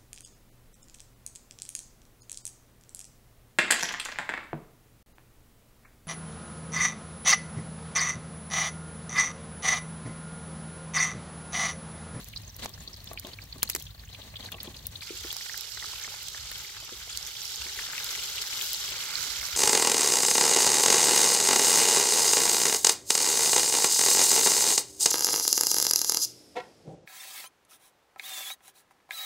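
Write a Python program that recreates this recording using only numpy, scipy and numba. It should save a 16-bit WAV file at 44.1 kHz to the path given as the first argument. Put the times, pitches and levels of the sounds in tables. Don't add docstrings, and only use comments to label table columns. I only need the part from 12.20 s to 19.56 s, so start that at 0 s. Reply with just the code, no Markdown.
import sys
import numpy as np
from scipy.fft import rfft, irfft, next_fast_len
from scipy.io import wavfile
from scipy.ndimage import map_coordinates
from numba import njit

SR = 44100
rng = np.random.default_rng(int(sys.argv[2]) if len(sys.argv) > 2 else 0)


def int16_out(signal):
    q = np.round(np.clip(np.atleast_2d(signal).T, -1, 1) * 32767)
    wavfile.write(sys.argv[1], SR, q.astype(np.int16))


N = 324576
MOVE_S, MOVE_FADE_S = 2.812, 0.0057

# frequency in Hz, gain in dB.
ROAR_SPECTRUM = [(13, -39), (25, -15), (38, -4.5), (53, 8), (75, 1), (100, 4.5), (125, -2), (160, -2.5),
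                 (200, -13.5), (300, -26), (400, -47), (660, -120)]
ROAR_FAR_DB, ROAR_NEAR_DB, ROAR_WAVERS_DB = -50, -58, 1

# start in seconds, level in dB, settled pitch in Hz.
BOOM_EVENTS = [(0.15, -43, 54.6), (1.138, -44, 98), (1.778, -41, 52), (1.926, -41.5, 99.5),
               (2.138, -42.5, 99.7), (2.999, -42, 61), (3.58, -51, 56.4), (4.19, -45.5, 61.7),
               (4.94, -46, 59.6), (5.389, -43, 63), (5.57, -49, 40), (7.187, -42.5, 54), (7.332, -43, 61.5)]
BOOM_RISE_S, BOOM_T60_S = 0.0045, 0.45
BOOM_SAG, BOOM_SAG_S = 0.3, 0.017

# start in seconds, blow in dB, brightness in dB, depth in dB.
KNOCK_EVENTS = [(.455, -37, 1, -14), (0.573, -57, 11, -14), (.674, -45, -1.5, -3), (0.911, -36, 1.5, -11),
                (1.046, -36, 1, -7.5), (1.074, -40, -22, -29), (1.237, -60.5, -9, 10.5),
                (1.356, -44.5, 0.5, -6), (1.428, -44.5, -14, -11), (1.548, -39.5, -22, -4),
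                (1.745, -59, 9, -16), (1.778, -58, 6, -14), (1.984, -60, 3, -10), (2.136, -57.5, 12, -14),
                (2.338, -38.5, 1.5, -10), (2.475, -39, -3, -11), (2.904, -27.5, -30, -47),
                (3.046, -35, -4.5, -33), (4.624, -47.5, 3, -20), (4.721, -35, -28, -22),
                (5.459, -40, -8, -16), (6.715, -50, 13.5, -19)]
# frequency in Hz, level in dB, T60 in seconds.
WOK_MODES = [(274, 10.5, 0.031), (365, 0.5, 0.039), (452, -3, 0.036), (637, 4, 0.021), (792, -2, 0.028),
             (1100, -3.5, 0.04)]
SLIP_S, SLIP_DB, SLIP_FALL_DB = 0.063, -6.5, 11.5
CLOSE_SLIP_DB = -8

# start in seconds, level in dB, left-right in dB, body in dB,
# middle in dB (body and middle against the top register).
CRACK_EVENTS = [(0.044, -24.5, -4, -25, 2), (0.0853, -23.5, 0, -18, 2), (.3646, -20, -2, -15, -7),
                (.394, -34, 0, 18, 3), (0.4465, -19.5, -5, 5, -2), (0.4576, -25, -4, 16, 13.5),
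                (.4928, -26, -1, -4, 6), (.637, -31, -4, -2, 1), (.843, -27, -1, -5, 3),
                (0.932, -18.5, -1, 1.5, -5), (.9966, -17, -2, -8, 2), (1.069, -26.5, 1, 10, 8.5),
                (1.2386, -31, 3.5, -8, 4), (1.4297, 0.5, 2, 2, 3), (1.4914, -19.5, 9, 5, 4),
                (1.498, -6, -4, 1, 5), (1.5209, -26, 4, -6, -3), (1.5503, -8.5, -1, 2.5, 8.5),
                (1.561, -14.5, -1, 7, 6), (1.599, -20, 0, -13, 0), (1.6237, -18, 1, -19, -0.5),
                (2.3186, -19.5, -1, 1, -2), (2.4309, -15, 4, -8, -5), (2.6678, -9, 2, -27, -7),
                (3.1273, -11.5, -2.5, 3, 0), (3.1666, -17.5, -4, -3, 10), (3.376, -15, -8, -14, 4),
                (3.4087, -16.5, -7.5, -10, 2), (4.0305, -19, 2, -14, -4), (4.084, -22, -10, -11, 14.5),
                (4.3151, -19, -3, 11, -3), (4.381, -19, 8, -12, -10), (4.9733, -13.5, -7, -3, 11),
                (5.0719, -19, -8, -16, 8), (5.844, -12.5, -11, -15, 3), (5.949, -43, 6, 4, 7),
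                (6.5318, -8, 0, -17, 2), (6.9584, -26, -9, 5, 12)]
# frequency in Hz, gain in dB.
CRACK_SPECTRUM = [(500, -15), (1400, -10.5), (2500, -12.5), (6000, -5.5), (12000, 0.5), (15000, -3.5),
                  (16500, -4)]
SPLIT_T60_S, SCATTER_T60_S, SCATTER_DB = 0.0059, 0.027, -13.5
CLOSE_SHORT = 0.79
FIBRE_DB = 5.5
RING_DB, RING_T60_S = -16.5, 0.012
CRACK_SHARED = 0.18
TICK_FAR_DB, TICK_NEAR_DB = -56.5, -42

# time in seconds, level in dB.
FAR_BOIL_LEVEL = [(0, -50), (.18, -64), (.38, -89), (.55, -63), (1.32, -68), (1.55, -44.5), (1.88, -78),
                  (2.37, -63), (2.6, -55), (2.8, -51.5)]
# time in seconds, level in dB.
RUSTLE_LEVEL = [(0, -52.5), (.3, -54.5), (.375, -54), (.395, -43), (.41, -46), (.45, -37), (.47, -47.5),
                (.51, -53), (1.08, -53.5), (1.63, -57.5), (1.78, -62), (2.0, -50), (2.2, -52), (2.33, -45),
                (2.55, -55), (2.8, -53)]
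# frequency in Hz, gain in dB.
FAR_OIL_SPECTRUM = [(120, -78), (200, -4.5), (353, -13.5), (393, -11), (1160, -12), (1340, -17),
                    (2040, -9.5), (2230, -13.5), (3220, -9.5), (4240, -2.5), (5090, -12.5), (6450, -7.5),
                    (9640, -16.5), (11800, -13.5), (15800, -19)]
# frequency in Hz, gain in dB.
STREAM_SPECTRUM = [(120, -36), (200, -4), (547, -18), (1160, -10), (1360, -14.5), (1640, -5.5), (2730, -10),
                   (4240, -7.5), (4990, -9.5), (9820, -15.5), (15800, -4)]

# time in seconds, level in dB, left-right in dB.
NEAR_BOIL_LEVEL = [(2.83, -43, -7.5), (3.06, -39.5, -3.5), (3.36, -38.5, -8.5), (3.46, -41, -9.5),
                   (3.8, -38, -5), (4.0, -39.5, -5), (4.39, -39, -3), (4.61, -42.5, -3), (5.0, -39.5, -4.5),
                   (5.37, -36, -4), (5.76, -36.5, -1), (5.91, -33.5, -2.5), (6.25, -34.5, -2),
                   (6.4, -32, 0.5), (6.6, -32, -1.5), (6.74, -34, -1.5), (6.9, -35, -6), (7.0, -32.5, -9),
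                   (7.08, -32.5, -8.5), (7.17, -35, -7), (7.36, -34, -5)]
# time in seconds, level in dB.
BIG_LEVEL = [(2.83, 2), (3.3, -1.5), (3.75, 2.5), (4.1, -1), (4.55, 1.5), (5.0, 0.5), (5.35, -2.5),
             (5.7, 4.5), (6.0, 0.5), (6.3, 0), (6.58, -2.5), (6.85, 4.5), (7.36, 1)]
# frequency in Hz, gain in dB.
NEAR_OIL_SPECTRUM = [(650, -20), (1100, -11.5), (1420, -4), (1900, -9.5), (2080, -3.5), (2570, -7.5),
                     (3030, 0), (4150, 1.5), (5480, 0.5), (6850, -2), (7490, -1.5), (9150, -10),
                     (11800, -3.5), (15800, -9)]
# frequency in Hz, gain in dB.
SIMMER_SPECTRUM = [(110, -43), (180, -25), (281, -11.5), (319, -22), (404, 12), (467, -1), (574, 4.5),
                   (728, -14.5), (833, 11.5), (1200, -34), (1560, -48), (2640, -120)]
BIG_WAVERS_DB, SPRAY_DB, SPRAY_WAVERS_DB = 1.0, -4, 1.2
SIMMER_DB, SIMMER_DB_PER_BOIL_DB = -41, 0.66

# start in seconds, level in dB, pitch in Hz, left-right in dB.
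SNAP_EVENTS = [(2.9986, -21, 4890, -8), (3.1148, -16, 7200, -6.0), (3.2894, -28, 5360, -11.5),
               (3.3337, -17, 6000, -15), (3.3634, -30, 4910, -9.5), (3.3757, -20, 4870, -13.0),
               (3.3874, -24, 7430, -11), (3.4087, -15, 5700, -15), (3.4994, -34, 5040, -10.5),
               (3.5468, -19.5, 6230, -13), (3.7419, -22, 4610, -7.0), (3.8377, -16.5, 6400, -17),
               (4.998, -32, 4620, -7.0), (5.0274, -16, 5570, -16), (5.0498, -19, 6490, -8.0),
               (5.0574, -22, 5800, -11), (5.0654, -15, 6250, -12), (5.2172, -14, 5440, -13),
               (5.254, -14, 5520, -13), (5.278, -16, 5630, -11), (5.358, -14.5, 6740, -16),
               (5.779, -14.5, 5800, -14), (6.3071, -15, 5260, -2.5)]
SNAP_LIFE_S, SNAP_OCTAVE_DB, SNAP_COUNT = 0.00038, -10, 260
SNAP_LATE_S = 0.0008

# start in seconds, level in dB, pitch in Hz, left-right in dB.
SPIT_EVENTS = [(.1345, -28.5, 2830, -5), (.1608, -23, 4220, -6), (.1705, -21, 4290, 1),
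               (.2932, -33, 5700, -2), (.394, -38, 4630, -.5), (.422, -32, 3500, 1), (.4565, -26, 690, 3),
               (.4575, -28, 3300, -2), (.5367, -29, 4970, -3), (.6752, -23.5, 4240, -1),
               (.7307, -29.5, 5400, -4), (.7622, -30, 4500, -6), (.8026, -31.5, 4210, -1),
               (.8714, -25.5, 3760, -3), (.9739, -21, 2675, -3), (.985, -27.5, 4330, -4),
               (1.0487, -24, 3550, -3), (1.133, -25.5, 4000, -4), (1.1867, -26.5, 2240, -2),
               (1.2177, -31, 4740, -7), (1.3246, -23, 4260, -2), (1.422, -24, 3100, 4),
               (1.4295, -22, 1510, -1), (1.475, -27, 4330, 1), (1.4984, -22, 2480, -4),
               (1.531, -26, 4330, 3), (1.5489, -21, 2400, -2), (1.6663, -29, 3260, -4),
               (1.705, -32.5, 4050, 3), (1.7444, -37, 4100, 2), (1.7944, -32, 4150, -4),
               (1.8357, -36, 1800, -5), (1.9152, -38, 4050, 3), (1.9463, -26.5, 3130, -8),
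               (2.0153, -30, 3770, 5), (2.156, -23.5, 3300, -3), (2.2066, -28, 3920, 3),
               (2.2262, -30, 3460, 5), (2.2585, -23.5, 4230, -2), (2.2864, -32, 1910, -4),
               (2.321, -24, 3050, 3), (2.3422, -26.5, 3020, -8), (2.402, -20, 4160, -1),
               (2.471, -29, 3300, -4), (2.566, -26.5, 4430, 2), (2.655, -27.5, 3930, -1),
               (2.7554, -22.5, 3800, 5), (2.807, -27.5, 4010, 10), (2.821, -27, 2350, -2),
               (3.1035, -20, 3100, 0), (3.2087, -26.5, 2130, 0), (3.26, -24.5, 1920, -1),
               (3.2944, -23, 1800, -2), (3.3422, -24, 1730, -1), (3.3578, -31, 4860, -10),
               (3.5717, -25, 1700, 0), (3.6236, -23, 1660, -1), (3.6433, -24, 1370, 0),
               (3.6815, -38, 1670, -4), (3.755, -26, 2650, 5), (3.8433, -25, 2000, 1),
               (3.8765, -26.5, 1170, 0), (3.9399, -31, 1320, 1.5), (4.0833, -24.5, 4050, -6),
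               (4.145, -27.5, 1640, 3), (4.3166, -31, 2280, 4), (4.567, -29, 1570, 4),
               (4.571, -27, 3960, -7), (4.68, -38, 1310, 1), (4.874, -35.5, 890, -1),
               (4.8925, -27, 2770, -1), (4.9484, -26, 3000, -2), (5.4642, -24, 1630, -1),
               (5.4896, -26.5, 2100, 1), (5.5897, -18.5, 1910, 0), (5.685, -30, 1480, 0),
               (5.7318, -22, 1840, 2), (5.7786, -19.5, 2500, 2), (5.949, -28, 3900, 13),
               (5.9918, -21, 3120, 1), (6.1789, -16.5, 3040, -4), (6.3909, -23.5, 2220, 4),
               (6.8334, -26, 2200, 0), (7.2285, -23.5, 1580, -1), (7.2845, -27, 2080, -2),
               [0.0632, -45, 2410, 0], [0.1273, -35, 3930, -5], [0.183, -45, 1570, -6],
               [0.2764, -33.5, 6500, -3], [0.3429, -35, 5870, -1], [0.4991, -38, 3640, 3],
               [0.5772, -37, 1610, -3], [0.6028, -32, 6550, -2], [0.7406, -30, 4750, 7],
               [0.8568, -35, 6270, -3], [0.8874, -33, 5630, 0], [0.9108, -34, 2370, -6],
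               [1.0272, -39, 2040, -2], [1.2507, -40, 5470, -3], [1.3413, -43, 3660, 2],
               [1.4436, -39, 2910, -2], [1.6147, -35, 3200, -5], [1.8495, -38, 6400, -1],
               [1.8743, -38, 2580, -5], [1.8884, -35, 3340, -1], [1.9271, -30, 4270, 2],
               [1.9869, -38, 1130, -2], [2.0279, -33, 3560, -4], [2.0775, -43, 1890, -5],
               [2.0998, -38, 4800, -4], [2.1389, -30, 2140, -1], [2.1661, -25, 3700, -1],
               [2.1892, -37, 3350, 2], [2.3824, -31, 2020, -1], [2.5433, -28, 3500, -2],
               [2.5922, -32, 3770, -2], [2.7305, -39, 2010, -2], [2.871, -29, 2690, 1],
               [2.894, -29, 2690, -3], [2.9678, -28, 3050, -5], [3.0075, -35, 2120, 1],
               [3.0409, -30, 2100, -1], [3.0545, -49, 1360, -1], [3.0904, -37, 1650, -3],
               [3.1616, -31, 1260, 0], [3.4419, -32, 3080, 0], [3.7333, -29.5, 1300, 0],
               [4.2504, -37.5, 1240, 3], [4.3163, -28, 3490, -3], [4.4938, -32, 2170, 4],
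               [4.5455, -31, 2120, 2], [4.6912, -29.5, 1360, 2], [4.7332, -27, 3620, -2],
               [4.8132, -33.5, 1330, 0], [4.9037, -27, 3700, 3], [5.0838, -34, 3290, 2],
               [5.1168, -35, 2170, 4], [5.6198, -26, 2320, 1], [5.6349, -32, 1500, 2],
               [5.6997, -26.5, 1810, 3], [5.7502, -29, 1820, -1], [5.9497, -22.5, 2380, 6],
               [6.17, -28, 2300, 3], [6.2382, -27.5, 1790, 4], [6.3267, -22, 2430, 2],
               [6.4082, -23, 2410, -6], [6.5174, -26, 3240, 1], [6.7215, -25, 2630, 6],
               [6.7387, -27, 2020, 1], [6.8035, -21.5, 3040, 2], [7.3228, -29.5, 2390, 5]]
SMALL_FAR_DB, SMALL_NEAR_DB, SMALL_MEDIAN_HZ = -50, -37.5, 3417
SPIT_LIFE_S, TRAIL_S, TRAIL_SPREAD = 0.001, 0.009, 0.3
TRAIL_FALL_DB, TRAIL_PEAK = 17, 0.11
POP_DB, POP_SHORT = -1, 0.33

# frequency in Hz, likeness from 0 to 1.
LIKENESS = [(40, .988), (80, .965), (170, .85), (350, .72), (700, .7), (1410, .62), (2500, .4), (4000, .12),
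            (6800, .02)]
# frequency in Hz, left-right in dB.
PORT_COLOUR = [(250, -1), (380, 2.5), (700, 2), (1290, 2), (2380, 2), (3200, 7), (4400, -2), (8120, 0.5),
               (15000, 3)]
# frequency in Hz, lead of the left port in radians.
PORT_LEAD = [(300, 0), (900, 0.6), (1460, 1), (2300, 1), (3200, 1), (4500, 0)]
ROLL_HZ, TOP_HZ = 15880, 16900


def amp(db):
    return 10 ** (np.asarray(db) / 20)


def unit(x):
    return x / np.sqrt(np.mean(x ** 2) + 1e-20)


def sides(pan_db):
    return amp(np.array([pan_db / 2, -pan_db / 2]))


def curves(rows):
    time_s, *columns = np.transpose(rows)
    return [np.interp(np.arange(N) / SR, time_s, column) for column in columns]


def wobble(rate_hz):
    knots = rng.standard_normal(int(N * rate_hz / SR) + 4)
    return map_coordinates(knots, [np.arange(N) * rate_hz / SR])


def filtered(x, gain):
    m = next_fast_len(N + 8192)
    return irfft(rfft(x, m) * gain(np.fft.rfftfreq(m, 1 / SR)), m)[..., :N]


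def shape(points):
    f, db = np.transpose(points)
    return lambda hz: amp(np.interp(np.log(hz + 1), np.log(f + 1), db))


@njit
def bursts(n, start, step, life, size, lag, soft):
    out = np.zeros((2, n))
    for g in range(len(start)):
        for c in range(2):
            for i in range(int(4 * life[g]) + 16):
                u = i - 8 + (0.5 - c) * lag[g]
                k = start[g] + i - 8
                if u > 0 and 0 <= k < n:
                    v = u / life[g]
                    out[c, k] += size[g, c] * np.sin(step[g] * u) * np.exp(-v) * (1 - np.exp(-v / soft))
    return out


def bubbles(count, cycles, spread_db, clump, slow, lag_s, pan_db):
    crowd = np.cumsum(np.exp(clump * (wobble(120) + slow * wobble(25))))
    u, g = rng.random((count, 3)), rng.standard_normal((count, 3))
    start = np.searchsorted(crowd, u[:, 0] * crowd[-1])
    hz = 150 * (17000 / 150) ** np.sqrt(u[:, 1])
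    share = np.sqrt(np.log(17000 / 150) / np.log(hz / 149))
    size = hz * share * amp(-spread_db * np.log(1.004 - u[:, 2]))
    size = size[:, None] * sides(pan_db * g[:, 1]).T
    life = cycles * np.exp(0.41 * np.clip(g[:, 0], -2, 2)) * SR / hz
    return unit(bursts(N, start, 2 * np.pi * hz / SR, life, size, g[:, 2] * lag_s * SR, 0.55))


def hiss():
    f, alike = np.transpose(LIKENESS)

    def mid_side(hz):
        likeness = np.interp(np.log(hz + 1), np.log(f), alike)
        turn = np.arccos(np.clip(likeness, 0, 1)) / 2
        return np.array([np.cos(turn), np.sin(turn)])

    mid, side = filtered(rng.standard_normal((2, N)), mid_side)
    return unit(np.array([mid + side, mid - side]))


def flames(close):
    level_db = ROAR_FAR_DB + (ROAR_NEAR_DB - ROAR_FAR_DB) * close + ROAR_WAVERS_DB * wobble(11)
    flutter = amp(1.8 * wobble(12))
    return amp(level_db) * unit(flutter * filtered(hiss(), shape(ROAR_SPECTRUM)))


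def stream():
    return unit(filtered(hiss(), shape(STREAM_SPECTRUM))) * amp(-55.5)


def booms():
    out, t = np.zeros(N + SR), np.arange(SR // 2) / SR
    for start_s, db, hz in BOOM_EVENTS:
        pitch_hz = hz * (1 + BOOM_SAG * np.exp(-t / BOOM_SAG_S))
        phase = 2 * np.pi * np.cumsum(pitch_hz) / SR
        env = amp(db - 60 * t / BOOM_T60_S) * (1 - np.exp(-t / BOOM_RISE_S))
        out[round(start_s * SR):][:len(t)] += env * np.sin(phase)
    return out[:N]


def wok_ring(t, bright_db, low_db):
    ring = 0
    for hz, mode_db, t60_s in WOK_MODES:
        level_db = mode_db + (hz > 600) * bright_db + (hz < 300) * low_db + rng.normal(0, 3.0)
        phase = 2 * np.pi * hz * rng.normal(1, 0.031) * t + 0.35 * rng.standard_normal((2, 1))
        ring = ring + amp(level_db - 60 * t / t60_s) * np.sin(phase)
    return ring


def knocks():
    out, t = np.zeros((2, N + SR)), np.arange(SR // 8) / SR
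    attack = 1 - np.exp(-t / .002)
    for start_s, db, bright_db, low_db in KNOCK_EVENTS:
        strikes = [(0.0014, 0)]
        for u in rng.random(size=6):
            strikes.append((u * SLIP_S, SLIP_DB - SLIP_FALL_DB * u + CLOSE_SLIP_DB * (start_s > MOVE_S)))
        for late_s, offset_db in strikes:
            ring = wok_ring(t, bright_db, low_db)
            out[:, round((start_s + late_s) * SR):][:, :len(t)] += amp(db + offset_db) * ring * attack
    return out[:, :N] * sides(0.51)[:, None]


def ticks():
    u, g = rng.random((330, 2)), rng.standard_normal((330, 3))
    start_s = u[:, 0] * N / SR
    far = start_s < MOVE_S
    db = np.where(far, TICK_FAR_DB, TICK_NEAR_DB) - 2.0 * np.log(1.02 - u[:, 1])
    body_db = np.where(far, 9, 2) + 5 * g[:, 1]
    return np.transpose([start_s, db, -2 + 4 * g[:, 0], body_db, 8 + 4 * g[:, 2]])


def cracks():
    out, t = np.zeros((3, 2, N + SR)), np.arange(1200) / SR
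    for start_s, db, pan_db, body_db, middle_db in np.vstack([CRACK_EVENTS, ticks()]):
        v = t / (CLOSE_SHORT if start_s > MOVE_S else 1)
        decay = amp(-60 * v / SPLIT_T60_S) + amp(SCATTER_DB - 60 * v / SCATTER_T60_S)
        env = (1 - np.exp(-(t / .00045) ** 2)) * decay
        levels = amp([db, db + middle_db, db + body_db])[:, None, None] * sides(pan_db)[:, None]
        own, shared = rng.standard_normal((3, 2, len(t))), rng.standard_normal((3, 1, len(t)))
        noise = np.sqrt(1 - CRACK_SHARED) * own + np.sqrt(CRACK_SHARED) * shared
        fibres = amp(FIBRE_DB * rng.standard_normal(len(t) // 8)).repeat(8)
        split = env * noise * fibres
        split = split * np.linalg.norm(env) / np.linalg.norm(split, axis=2).mean(1)[:, None, None]
        hz = 1000 * np.exp(rng.uniform(0.312, 2.4, (3, 1, 4, 1)))
        ring_env = amp(RING_DB - 60 * v / RING_T60_S) * (1 - np.exp(-t / .0006))
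        ring = ring_env * np.sin(2 * np.pi * hz * t).sum(2)
        out[..., round(start_s * SR):][..., :len(t)] += levels * (split + ring)

    def under(hz, edge_hz):
        return 1 / (1 + (hz / edge_hz) ** 6)

    def registers(hz):
        top, middle = 1 - under(hz, 10650), under(hz, 7540) - under(hz, 3300)
        return shape(CRACK_SPECTRUM)(hz) * np.array([top, middle, under(hz, 3200)])[:, None]

    return filtered(out[..., :N], registers).sum(0)


def far_oil():
    (boil_db,), (rustle_db,) = curves(FAR_BOIL_LEVEL), curves(RUSTLE_LEVEL)

    def low(hz):
        return 1 / (1 + (hz / 1900) ** 0.72)

    def upper_oil(hz):
        return shape(FAR_OIL_SPECTRUM)(hz) * (1 - low(hz))

    foam = bubbles(count=24000, cycles=1.7, spread_db=0.0, clump=0.93, slow=.15, lag_s=.0001, pan_db=10.0)
    foam = unit(filtered(foam, upper_oil))
    rustle = hiss() * amp(4.54 * wobble(60.5))
    rustle = unit(filtered(rustle, lambda hz: shape(FAR_OIL_SPECTRUM)(hz) * low(hz)))
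    trickle = bubbles(count=2600, cycles=3.5, spread_db=4.0, clump=.8, slow=.3, lag_s=.0001, pan_db=5.5)
    trickle = unit(filtered(trickle, upper_oil))
    return foam * amp(boil_db) + trickle * amp(-59.5) + rustle * amp(rustle_db)


def near_foam():
    dense = bubbles(count=90000, cycles=1.67, spread_db=1.0, clump=.36, slow=.15, lag_s=.00006, pan_db=-1.0)
    ringing = bubbles(count=9000, cycles=21.6, spread_db=1.3, clump=.3, slow=.3, lag_s=.00008, pan_db=0.5)
    crackle = bubbles(count=6000, cycles=2.35, spread_db=3.0, clump=.7, slow=.1, lag_s=.00008, pan_db=3.5)
    return dense + amp(-4) * hiss() + amp(-6.5) * ringing + amp(-3.5) * crackle


def near_oil():
    boil_db, pan_db = curves(NEAR_BOIL_LEVEL)
    big_db = curves(BIG_LEVEL)[0] + BIG_WAVERS_DB * wobble(14)
    spray_db = SPRAY_DB + SPRAY_WAVERS_DB * wobble(20)
    foam = near_foam()
    fizz = unit(filtered(foam, shape(NEAR_OIL_SPECTRUM)))
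    big = filtered(fizz, lambda hz: 1 / (1 + (hz / 2700) ** 16))
    spray = filtered(fizz, lambda hz: 1 - 1 / (1 + (hz / 8600) ** 12))
    body = fizz - big - spray
    simmer = unit(filtered(foam, shape(SIMMER_SPECTRUM)))
    simmer = simmer * amp(SIMMER_DB_PER_BOIL_DB * boil_db + SIMMER_DB)
    panned = (body + spray * amp(spray_db)) * sides(pan_db)
    return simmer + amp(boil_db) * (panned + big * amp(big_db))


def snaps():
    u, g = rng.random((SNAP_COUNT, 2)), rng.standard_normal((SNAP_COUNT, 2))
    lesser_s = MOVE_S + u[:, 0] * (N / SR - MOVE_S)
    lesser_db = -33 - 0.62 * np.log(1.02 - u[:, 1])
    lesser = np.transpose([lesser_s, lesser_db, 5600 * np.exp(0.2 * g[:, 0]), -6 + 4 * g[:, 1]])
    start_s, db, hz, pan_db = np.vstack([SNAP_EVENTS, lesser]).T
    start = ((start_s + SNAP_LATE_S) * SR).astype(np.int64)
    life = np.full(len(start), SNAP_LIFE_S * SR)
    lag = rng.normal(0, 2.8, len(start))
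    size, step = amp(db)[:, None] * sides(pan_db).T, 2 * np.pi * hz / SR
    octave = bursts(N, start, 2 * step, life, size * amp(SNAP_OCTAVE_DB), lag, 1.0)
    return bursts(N, start, step, life, size, lag, 1.0) + octave


def pops(table, count):
    start_s, db, hz, pan_db = np.repeat(np.transpose(table), count, axis=1)
    g = rng.standard_normal((len(start_s), 5))
    order = np.tile(np.arange(count), len(table)) / count
    first = order == 0
    height = hz / 3000
    late_s = order * np.abs(1 + .5 * g[:, 0]) * TRAIL_S * height ** .4
    scatter = TRAIL_SPREAD * height ** -.8 * (order + 0.11) * g[:, 1]
    pitch_hz = np.minimum(hz * np.exp(scatter), SR / 2.5)
    trail_db = -TRAIL_FALL_DB * np.abs(order - TRAIL_PEAK) + POP_DB * first
    size = amp(db + trail_db - 0.6 + 1.35 * g[:, 2])[:, None] * sides(pan_db).T
    stretch = np.where(first, POP_SHORT, np.exp(0.5 * np.clip(g[:, 4], -2, 1)))
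    life = SPIT_LIFE_S * height ** 0.13 * SR * stretch
    start = ((start_s + late_s) * SR).astype(np.int64)
    return bursts(N, start, 2 * np.pi * pitch_hz / SR, life, size, g[:, 3] * .0001 * SR, 0.83)


def spits():
    u, g = rng.random((300, 2)), rng.standard_normal((300, 2))
    start_s = u[:, 0] * N / SR
    db = np.where(start_s < MOVE_S, SMALL_FAR_DB, SMALL_NEAR_DB) - 3.1 * np.log(1.02 - u[:, 1])
    lesser = np.transpose([start_s, db, SMALL_MEDIAN_HZ * np.exp(.25 * g[:, 0]), 5 * g[:, 1]])
    return pops(np.vstack([SPIT_EVENTS, lesser]), count=16)


def scene():
    close = np.clip((np.arange(N) / SR - MOVE_S) / MOVE_FADE_S, 0, 1)
    background = flames(close) + booms() + knocks() + cracks()
    oil = (stream() + far_oil()) * (1 - close) + near_oil() * close
    return background + oil + snaps() + spits()


def record(dry):
    f, lead = np.transpose(PORT_LEAD)

    def left(hz):
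        apart = np.clip(hz / 250, 0, 1) ** 2 / 2
        lead_rad = np.interp(np.log(hz + 1), np.log(f), lead)
        return shape(PORT_COLOUR)(hz) ** apart * np.exp(.5j * lead_rad)

    def top(hz):
        return amp(-30 * np.clip((hz - ROLL_HZ) / 250 + .5, 0, 1)) * (hz < TOP_HZ)

    return filtered(dry, lambda hz: np.array([left(hz), 1 / left(hz)]) * top(hz))


dry = scene()
out = record(dry)
int16_out(out)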